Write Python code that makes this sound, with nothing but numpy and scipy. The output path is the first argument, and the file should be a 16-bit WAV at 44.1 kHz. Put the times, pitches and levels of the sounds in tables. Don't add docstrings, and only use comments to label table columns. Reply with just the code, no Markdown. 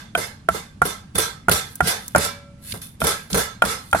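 import sys
import numpy as np
from scipy import signal
from scipy.fft import rfft, irfft, next_fast_len
from scipy.io import wavfile
from scipy.ndimage import uniform_filter1d, map_coordinates

SR = 44100
rng = np.random.default_rng(int(sys.argv[2]) if len(sys.argv) > 2 else 0)


def generate_wav(signal):
    frames = np.transpose(np.atleast_2d(signal))
    scaled = np.clip(frames, -1, 1) * 32767
    pcm = np.round(scaled).astype(np.int16)
    wavfile.write(sys.argv[1], SR, pcm)


N = 176400

# start in seconds, thud in relative dB, room answer in dB.
PESTLE_STROKES = [(-.18, -41.5, -25), (0.146, -35.5, -31), (0.483, -27, -33), (0.814, -27.5, -31.5),
                  (1.146, -27.5, -25), (1.482, -20.5, -23.5), (1.816, -24.5, -23), (2.154, -24, -23.5),
                  (2.722, -34.5, -53), (3.019, -23.5, -24), (3.322, -20, -25), (3.626, -27, -26),
                  (3.928, -27.5, -28.5)]
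# frequency in Hz, left-right correlation.
NEAR_CORRELATION = [(100, 1), (1500, -0.05)]
ROOM_CORRELATION = [(130, 0.99), (300, 0.85), (700, 0.035)]
KNOCK_ATTACK_S, SQUELCH_ATTACK_S = 0.00075, 0.000394


def amp(db):
    return 10 ** (np.asarray(db) / 20)


def unit(x):
    return x / np.sqrt(np.mean(x ** 2) + 1e-20)


def along(points, hz):
    f, v = np.transpose(points)
    return np.interp(np.log(hz + 1), np.log(f + 1), v)


def since(s):
    return np.maximum(np.arange(N) / SR - s, 0)


def strike(s, attack_s, t60_s):
    t = since(s)
    return (1 - np.exp(-t / attack_s)) * np.exp(-np.minimum(np.log(1000) * t / t60_s, 100))


def mode(s, hz, attack_s, t60_s):
    return strike(s, attack_s, t60_s) * np.sin(2 * np.pi * hz * since(s))


def wobble(knots_per_s):
    return map_coordinates(rng.standard_normal(N // 8), [np.arange(N) * knots_per_s / SR], mode="mirror")


def filtered(x, response):
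    m = next_fast_len(N + SR // 4)
    return irfft(rfft(x, m) * response(np.fft.rfftfreq(m, 1 / SR)), m)[..., :N]


def noise(spectrum, correlation):
    def mid_side_gains(hz):
        angle = np.arccos(np.clip(along(correlation, hz), -1, 1)) / 2
        return amp(along(spectrum, hz)) * [np.cos(angle), np.sin(angle)]
    mid, side = filtered(rng.standard_normal((2, N)), mid_side_gains)
    return unit(np.array([mid + side, mid - side]))


def band(hz, octaves):
    white = rng.standard_normal((2, N))
    return unit(filtered(white, lambda f: np.exp(-.5 * (np.log2((f + 1) / hz) / octaves) ** 2)))


def patchy(x, depth_db):
    bins = signal.stft(x, nperseg=1024)[2]
    patch = np.outer(np.hanning(6), np.hanning(16))[None]
    field = signal.fftconvolve(rng.standard_normal(bins.shape), patch, mode="same")
    return unit(signal.istft(bins * amp(depth_db * unit(field)), nperseg=1024)[1][:, :N])


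def background():
    # frequency in Hz, density in relative dB.
    spectrum = [(20, -9), (90, 2.5), (210, 1), (400, -20.5), (1000, -23.5), (11000, -38.5), (16000, -96)]
    return amp(-44.5) * noise(spectrum, ROOM_CORRELATION)


def thuds():
    # frequency in Hz, density in relative dB.
    rumble_spectrum = [(20, -30.5), (72, 7), (115, -4), (180, 4.5), (700, -53)]
    push_hz, attack_s = 76.5, 0.0029
    push = sum(amp(db + 3) * mode(s, push_hz * (1 + rng.normal(0, 0.2)), attack_s, t60_s=0.025)
               for s, db, _ in PESTLE_STROKES if s > 0)
    rumble = sum(amp(db + 3.5) * strike(s, attack_s, t60_s=0.28) for s, db, _ in PESTLE_STROKES)
    highpass = signal.butter(2, 38, "high", fs=SR, output="sos")
    return signal.sosfilt(highpass, push + rumble * noise(rumble_spectrum, NEAR_CORRELATION))


def room_answer():
    # frequency in Hz, density in relative dB.
    wash_spectrum = [(60, -31.5), (180, -13), (800, 4.5), (1700, 3), (2600, -3.5), (4700, -0.5),
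                     (11000, -2), (13000, -8), (16000, -28)]
    delay_s, rise_s, decay_from_s = 0.0013, 0.071, 0.095

    def swells(t60_s):
        return sum(amp(db) * np.minimum(since(s + delay_s) / rise_s, 1)
                   * np.exp(-np.log(1000) * since(s + decay_from_s) / t60_s)
                   for s, _, db in PESTLE_STROKES)
    wash = patchy(noise(wash_spectrum, ROOM_CORRELATION), depth_db=3.5)
    treble = filtered(wash, lambda hz: 1 - 1 / (1 + (hz / 6000) ** 4))
    return swells(t60_s=0.38) * (wash - treble) + swells(t60_s=0.24) * treble


def room_resonances(x):
    # frequency in Hz, resonance gain in dB.
    strong_modes = [(452, 6), (1320, 3.5), (1585, 5), (2068, 3), (3520, 10), (4170, 2), (9177, -1.5)]
    width_hz, ripple_db, ripple_spacing_hz = 43, 2.5, 69.47
    knots = rng.standard_normal((2, SR // 16))

    def response(f):
        ripple = np.array([map_coordinates(k, [f / ripple_spacing_hz], mode="mirror") for k in knots])
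        damping = 1j * f * width_hz
        peaks = sum(amp(db) * damping / (hz * hz - f * f + damping) for hz, db in strong_modes)
        return amp(ripple_db * ripple * f / (f + 1000)) * (1 + peaks)
    return filtered(x, response)


def knocks():
    # start in seconds, level in dB, upper mode in Hz, lower mode in Hz,
    # lower mode in dB re upper, clack in dB.
    contacts = [(.151, -10, 1500, 681, -1.5, -8), (.487, -5.5, 1346, 653, -5.5, -16.5),
                (0.8178, -3.5, 1405, 695, -9, -30.5), (1.484, -4, 1430, 670, -10.5, -29),
                (1.805, -4.5, 1405, 720, -7, -22), (2.149, -6.5, 1410, 590, -2, -19),
                (3.017, -13, 1394, 642, -2, -17), (3.6212, -2.5, 1412, 713, -16, -9),
                (3.929, -4, 1400, 780, -18, -13.5)]
    # start in seconds, level in dB, pitch in Hz.
    rebounds = [(1.495, -4, 589), (2.159, 5, 730), (3.638, -6, 653), (3.9475, 3.5, 710)]
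    # frequency in Hz, relative dB, T60 in seconds.
    side_modes = [(864, -8, 0.014), (1450, -28, 0.13)]
    stone_modes = [(2403, 0, 0.015), (3134, -2.5, 0.02)]
    # frequency in Hz, density in relative dB.
    crack_spectrum = [(60, -18), (170, 2), (1500, 12.5), (2900, -11), (4500, -22), (10500, -8),
                      (16000, -29.5)]
    bend_share, bend_s, right_lag_s = 0.096, 0.00604, 0.00012
    tone, crack = np.zeros(N), np.zeros(N)
    for s, db, upper_hz, lower_hz, lower_db, clack_db in contacts:
        t = since(s)
        cycles = lower_hz * (t + bend_share * bend_s * (1 - np.exp(-t / bend_s)))
        ring = amp(lower_db) * strike(s, KNOCK_ATTACK_S, t60_s=0.055) * np.sin(2 * np.pi * cycles)
        ring += mode(s, upper_hz, KNOCK_ATTACK_S, t60_s=0.056)
        for hz, mode_db, t60_s in side_modes:
            ring += amp(mode_db + 3) * mode(s, hz * (1 + rng.normal(0, 0.0097)), KNOCK_ATTACK_S, t60_s)
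        clack = sum(amp(mode_db) * mode(s, hz * (1 + rng.normal(0, 0.012)), 0.0002, t60_s)
                    for hz, mode_db, t60_s in stone_modes)
        tone += amp(db) * ring + amp(clack_db) * clack
        dense_tail = amp(-20) * strike(s, KNOCK_ATTACK_S, t60_s=0.17)
        crack += amp(db - 3.5) * (strike(s, attack_s=0.00048, t60_s=0.027) + dense_tail)
    for s, db, hz in rebounds:
        tone += amp(db) * mode(s, hz, KNOCK_ATTACK_S, t60_s=0.012)
        crack += amp(db - 18.5) * strike(s, KNOCK_ATTACK_S, t60_s=0.093)
    crack = uniform_filter1d(crack, size=90)
    stereo_tone = filtered(tone, lambda hz: np.exp(np.pi * 1j * hz * right_lag_s * np.array([[1], [-1]])))
    return stereo_tone + crack * noise(crack_spectrum, NEAR_CORRELATION)


def paste():
    # start in seconds, spray in dB, spray T60 in seconds, gulp in dB.
    squelches = [(0.176, -27, .19, -24), (0.546, -32.5, 0.14, -27), (.852, -25, 0.2, -25),
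                 (1.153, -19, 0.069, -30), (1.181, -16, 0.21, -24.5), (1.494, -10, 0.018, -39),
                 (1.5137, -13.5, 0.18, -21), (1.872, -16.5, 0.18, -25.5), (2.18, -20.5, .05, -25),
                 (2.248, -22, 0.1, -37), (2.738, -34, 0.14, -34.5), (2.816, -33, 0.26, -77),
                 (3.003, -29, 0.6, -38), (3.04, -20, .09, -21), (3.069, -17.5, 0.12, -25),
                 (3.301, -32.5, 0.35, -39.5), (3.344, -15, .091, -18), (3.373, -17, 0.2, -24),
                 (3.651, -20, 0.064, -24)]
    # time in seconds, level in dB.
    scrape_curve = [(2.581, -76), (2.648, -41.5), (2.724, -32), (2.74, -50), (2.949, -68)]
    # peak time in seconds, level in dB.
    peels = [(1.732, -50), (2.06, -46.5), (3.869, -49.5)]
    # frequency in Hz, density in relative dB.
    spray_spectrum = [(300, -34), (1500, -3.5), (2700, -3), (4000, -2), (8000, -2.5), (10000, 7.5),
                      (12500, 1), (16000, -14)]
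    gulp_spectrum = [(50, -28), (170, -7.5), (430, -2), (1500, -9.5), (5000, -40.5)]
    peel_width_s, grain_db = 0.11, 3
    t = since(0)
    spray = sum(amp(db) * strike(s, SQUELCH_ATTACK_S, t60_s) for s, db, t60_s, _ in squelches)
    gulp = sum(amp(db) * strike(s, attack_s=0.00085, t60_s=0.17) for s, _, _, db in squelches)
    scrape = amp(np.interp(t, *np.transpose(scrape_curve), left=-120, right=-120))
    peel = sum(amp(db) * np.exp(-((t - s) / peel_width_s) ** 2) for s, db in peels)
    hiss = patchy(noise(spray_spectrum, NEAR_CORRELATION), depth_db=4.5)
    fizz = unit(hiss * amp(grain_db * wobble(knots_per_s=900)))
    return (spray + scrape + peel) * fizz + gulp * noise(gulp_spectrum, NEAR_CORRELATION)


def jets():
    # start in seconds, level in dB.
    escapes = [(1.181, -11), (1.5148, -17), (2.18, -19.5), (3.039, -28)]
    blasts = sum(amp(db) * strike(s, SQUELCH_ATTACK_S, t60_s=0.033) for s, db in escapes)
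    return blasts * band(hz=10710, octaves=0.014) * amp([[-5], [5]])


def smacks():
    # start in seconds, level in dB, centre in Hz.
    snaps = [(1.755, -21, 10700), (2.08, -21.5, 9360), (2.16, -15, 6960), (2.722, -21.5, 3200),
             (3.3302, -14, 5040), (3.913, -31, 6900)]
    return sum(amp(db) * strike(s, SQUELCH_ATTACK_S, t60_s=0.023) * band(hz, octaves=0.69)
               for s, db, hz in snaps)


def mortar_ring():
    modes_hz = [567, 1347, 2310]
    start_s, level_db, waver_db, lowest_t60_s = 2.159, -36, 3.2, 1.31
    return sum(amp(level_db + waver_db * wobble(knots_per_s=18))
               * mode(start_s, hz, KNOCK_ATTACK_S, lowest_t60_s * np.sqrt(modes_hz[0] / hz))
               for hz in modes_hz)


def scene():
    # frequency in Hz, left minus right in dB.
    balance = [(150, -0.5), (300, 0), (560, -0.5), (1400, -4), (4000, -4.5), (12000, -3)]
    mix = background() + knocks() + mortar_ring() + thuds()
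    mix += room_resonances(paste() + room_answer()) + smacks() + jets()
    return filtered(mix, lambda hz: amp(along(balance, hz) * np.array([[.5], [-.5]])))


def record(dry):
    return filtered(np.clip(dry, -1, 1), lambda hz: hz < 16000)


dry = scene()
out = record(dry)
generate_wav(out)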